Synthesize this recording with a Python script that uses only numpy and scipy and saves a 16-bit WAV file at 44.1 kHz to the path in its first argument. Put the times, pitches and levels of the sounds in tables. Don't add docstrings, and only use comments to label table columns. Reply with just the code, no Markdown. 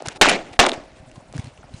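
import sys
import numpy as np
from scipy import signal
from scipy.io import wavfile

SR = 44100
rng = np.random.default_rng(int(sys.argv[2]) if len(sys.argv) > 2 else 0)


def unload_audio(sound):
    columns = np.transpose(np.atleast_2d(sound))
    steps = np.round(np.clip(columns, -1, 1) * 32767)
    wavfile.write(sys.argv[1], SR, steps.astype(np.int16))


N = 79380
TIME = np.arange(N) / SR


def from_db(db):
    return 10 ** (np.asarray(db) / 20)


def unit_rms(x):
    return x / np.sqrt(np.mean(x ** 2) + 1e-20)


def drift(corner_hz):
    step = 40
    pole = np.exp(-2 * np.pi * corner_hz * step / SR)
    slow = signal.lfilter([1], [1, -2 * pole, pole ** 2], rng.standard_normal(N // step + 2002))[2000:]
    return np.interp(np.arange(N) / step, np.arange(len(slow)), unit_rms(slow))


def resonance(x, hz, width_hz):
    r = np.exp(-np.pi * width_hz / SR)
    gain = (1 - r * r) / 2
    return signal.lfilter([gain, 0, -gain], [1, -2 * r * np.cos(2 * np.pi * hz / SR), r * r], x)


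def grains(per_s, spread_db):
    sizes = from_db(spread_db * np.minimum(rng.exponential(1, N), 4)) * rng.choice([-1, 1], N)
    return unit_rms(sizes * (rng.random(N) < per_s / SR)) + 1e-9


def bands(sources, spectrum, flicker_db):
    edges = 28 * 2 ** np.arange(0, 8.7, 1 / 3)
    freqs, levels = np.transpose(spectrum)
    parts = []
    for k, (low, high) in enumerate(zip(edges, edges[1:])):
        hz = np.sqrt(low * high)
        db = np.interp(np.log(hz), np.log(freqs), levels) + flicker_db * drift(25)
        bandpass = signal.butter(2, [low, high], "band", fs=SR, output="sos")
        band = signal.sosfilt(bandpass, sources[k % len(sources)])
        parts.append((hz, (-1) ** k * from_db(db) * band))
    return parts


# t/s, low-band level/dB, relative treble gain/dB
ROAR_DECAYS = [
    [(0, -38.5, -12), (.04, -48, -9), (.06, -43.5, -4.5), (.11, -46.5, 1), (.17, -52.5, -3.5),
     (.19, -44.5, -45)],
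    [(.2125, 14, 6), (.222, -6, 2), (.236, -15.5, 0.5), (.246, -23.5, 5), (.258, -23, 5.5),
     (.278, -19.5, -5), (.3, -21, 1.5), (.35, -23, -5), (.37, -28, -8), (.43, -40.5, -7.5), (.5, -45.5, -8),
     (.57, -51, -4.5), (.59, -64, -41)],
    [(.5918, 0, 3), (.605, -7.5, 3), (.609, -18, 2), (.613, -12, 1), (.62, -18, 0.5), (.642, -19.5, -1),
     (.648, -26, -7), (.668, -20, -1.5), (.677, -19, -23), (.687, -31.5, 3.5), (.706, -24, -19),
     (.735, -32, -12.5), (.81, -42.5, -8), (.87, -55, -3), (1.0, -61.5, 0)],
]
# f/Hz, relative spectral level/dB
ROAR_SPECTRUM = [(140, -20), (230, -7), (340, 0), (480, -7.5), (690, 1), (950, -9.5), (1700, -7.5),
                 (2300, -8), (3500, -13), (7900, -24.5), (10000, -43.5)]


def roar(treble_from_hz=695, treble_full_hz=1710):
    level_db, treble_db = np.full(N, -120.), np.zeros(N)
    for decay in ROAR_DECAYS:
        times, levels, trebles = np.transpose(decay)
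        arrived = TIME >= times[0]
        level_db[arrived] = np.interp(TIME[arrived], times, levels)
        treble_db[arrived] = np.interp(TIME[arrived], times, trebles)
    parts = bands([grains(per_s=6000, spread_db=3.5)], ROAR_SPECTRUM, flicker_db=2.06)
    low_band = sum(band for hz, band in parts if hz < treble_from_hz)
    out = np.zeros(N)
    for hz, band in parts:
        if hz > 115:
            treble_share = np.log(hz / treble_from_hz) / np.log(treble_full_hz / treble_from_hz)
            out += band * from_db(treble_db * np.clip(treble_share, 0, 1))
    return from_db(level_db) * out / np.std(low_band)


# f/Hz, relative spectral level/dB
AIR_SPECTRUM = [(18, -35), (30, 11), (152, 2.5), (285, 3), (452, -7), (683, 1.5), (982, -6), (2590, -24),
                (3380, -30), (4000, -22), (9800, -23), (12700, -23)]


def air(level_db=-50, gust_db=1, gust_below_hz=300):
    gust = from_db(gust_db * drift(38))
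    parts = bands(rng.standard_normal((2, N)), AIR_SPECTRUM, flicker_db=5)
    noise = sum(band * (gust if hz < gust_below_hz else 1) for hz, band in parts)
    return from_db(level_db) * unit_rms(noise)


def snaps(rows, low_hz=312, top_hz=4900):
    out, t = np.zeros(N + SR), np.arange(2000) / SR
    for onset, db, hz, ring_ms, tone_share in rows:
        snap = 0.5 * rng.standard_normal(len(t))
        snap[:4] += 1.47 * np.array([1, 1, -1, -1])
        snap = signal.lfilter(*signal.butter(1, top_hz, fs=SR), snap)
        burst = tone_share * np.sin(2 * np.pi * hz * t) + (1 - tone_share) * snap
        start = int(onset * SR)
        out[start:start + len(t)] += from_db(db - 40 * t / (ring_ms / 1000)) * burst
    return signal.sosfilt(signal.butter(2, low_hz, "high", fs=SR, output="sos"), out[:N] + 1e-18)


# t/s, level/dB, f/Hz, time to fall 40 dB/ms, tonal share
GRIT_TICKS = [(.0225, -14, 600, 5.3, 0.73), (.0722, -12.5, 5750, 4, 0.17), (.0852, -7.5, 1640, 10.2, 0.1),
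              (1.115, -28, 2820, 6.4, 0.25), (1.157, -34.5, 1040, 69, 0.33),
              (1.3265, -28.5, 4830, 6.7, 0.18), (1.338, -23.5, 594, 5.6, 1), (1.3665, -25, 4070, 6.4, 0.13),
              (1.3795, -16.5, 1700, 3.7, 0.4), (1.384, -30, 5030, 4.5, .1), (1.39, -30, 4940, 5, 0.1),
              (1.396, -28, 2560, 9.3, .2), (1.444, -26.5, 4200, 9.9, 0.14), (1.471, -32, 4370, 7.9, 0.32),
              (1.576, -33.5, 2760, 6.1, 0.52), (1.632, -33.5, 1390, 7.8, 0.9), (1.641, -31, 726, 7.4, 0.82),
              (1.739, -33, 4050, 26, 0.35)]


def grit_ticks():
    return snaps(GRIT_TICKS)


# centre t/s, level/dB, duration/s
GRAVEL_CRUNCHES = [(0.062, -30, 0.0074), (0.121, -40, 0.016), (0.165, -38, 0.014), (0.536, -40, 0.013),
                   (0.737, -31.5, 0.014), (0.977, -53.5, 0.05), (1.158, -51, 0.0084), (1.354, -42, 0.018),
                   (1.392, -41.5, 0.036), (1.46, -48, 0.066), (1.762, -52.5, 0.071)]
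# f/Hz, relative spectral level/dB
GRAVEL_SPECTRUM = [(400, -0.5), (700, 1.5), (1300, -9.5), (2500, -6.5), (5000, -13.5), (10000, -21)]


def gravel():
    def swell(centre, db, length_s):
        return from_db(db) * np.exp(-2 * ((TIME - centre) / length_s) ** 2)

    grit = grains(per_s=4500, spread_db=4.5)
    crunch = sum(band for hz, band in bands([grit], GRAVEL_SPECTRUM, flicker_db=1) if hz > 290)
    scrape = resonance(grit, hz=6400, width_hz=1100)
    scuffs = sum(swell(*row) for row in GRAVEL_CRUNCHES)
    drag = swell(centre=1.785, db=-54, length_s=0.055)
    return scuffs * unit_rms(crunch) + drag * unit_rms(scrape)


# centre t/s, level/dB, f/Hz, duration/ms
MIC_THUMPS = [(0.079, -23.5, 126, 7.5), (0.162, -42, 130, 15), (.29, -32, 34, 27), (0.518, -35.5, 90, 10),
              (0.779, -32.5, 102, 7.2), (1.007, -36, 90.4, 14), (1.034, -40, 132, 14),
              (1.078, -40.5, 124, 22), (1.18, -31, 129, 9.7), (1.328, -49, 116, 29),
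              (1.361, -23, 142, 17.7), (1.395, -18.5, 107.4, 14), (1.448, -29.5, 111, 13),
              (1.476, -30.5, 124.5, 20.5), (1.594, -41, 87, 16), (1.646, -40, 131, 16),
              (1.744, -25, 101, 9.5), (1.771, -42.5, 119, 18)]


def thumps(second_harmonic=0.33):
    out = np.zeros(N)
    for centre, db, hz, length_ms in MIC_THUMPS:
        phase = 2 * np.pi * hz * (TIME - centre) + rng.uniform(0, 2 * np.pi)
        envelope = from_db(db) * np.exp(-((TIME - centre) * 2000 / length_ms) ** 2)
        out += envelope * (np.sin(phase) + second_harmonic * np.sin(2 * phase))
    return out


# t/s, N-wave level before clipping/dB, microphone thud level before clipping/dB
PISTOL_SHOTS = [(0.2123, 15.5, 9.5), (0.5912, 29.5, 5)]


def blasts(pulse_s=0.00076, thud_s=0.0034, settle_hz=11, settle_db=-35, settle_t60_s=0.6):
    out, t = np.zeros(N + SR), np.arange(SR // 4) / SR
    n_wave = (1 - 2 * t / pulse_s) * (t < pulse_s)
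    settling = from_db(settle_db - 60 * t / settle_t60_s) * np.sin(2 * np.pi * settle_hz * t)
    mic_thud = np.exp(-(t / thud_s) ** 2) - settling
    for onset, pulse_db, thud_db in PISTOL_SHOTS:
        start = int(onset * SR)
        out[start:start + len(t)] -= from_db(pulse_db) * n_wave + from_db(thud_db) * mic_thud
    return out[:N]


# t/s, level/dB, f/Hz, time to fall 40 dB/ms, tonal share
SLAP_ECHOES = [(.2478, -2, 1470, 9.7, 1), (.2582, 14, 1080, 2.6, 0.68), (.6515, 1.5, 1450, 1.8, 1),
               (.2865, 4, 2340, 13.6, 0.25), (.2942, 2.5, 3020, 19, 0.16), (.2995, -1, 2440, 4.4, 0.14),
               (.638, -5.5, 788, 16, 0.88), (.6648, 4.5, 2190, 3.4, 0.41), (.688, -7, 678, 28, 0.47),
               (.694, 3.5, 3700, 1.1, 0.53), (.7178, -10, 3730, 3.3, 1), (.7248, -10, 397, 9.1, 0.97)]


def slaps():
    return snaps(SLAP_ECHOES)


# f/Hz, level/dB, time to fall 60 dB/s
PLATE_MODES = [(639, -49, 3.5), (533, -55, 5)]


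def plate(struck_s=0.7, sag_per_s=0.03):
    t = np.maximum(TIME - struck_s, 0)
    return sum(from_db(db - 60 * t / t60) * np.sin(2 * np.pi * hz * t * (1 - sag_per_s * t / 2))
               for hz, db, t60 in PLATE_MODES)


def scene():
    return (blasts() + roar() + slaps() + grit_ticks() + gravel() + thumps() + plate() + air())[None]


def saturate(x, ceiling, hardness=6.8):
    return x / (1 + np.abs(x / ceiling) ** hardness) ** (1 / hardness)


def record(dry, mic_top_hz=10100, cutoff_hz=16900):
    mic_lowpass = signal.ellip(10, 0.5, 80, mic_top_hz, fs=SR, output="sos")
    output_lowpass = signal.cheby2(12, 70, cutoff_hz, fs=SR, output="sos")
    overloaded = signal.sosfilt(mic_lowpass, saturate(dry, ceiling=0.61))
    return signal.sosfilt(output_lowpass, saturate(overloaded, ceiling=0.71))


dry = scene()
out = record(dry)
unload_audio(out)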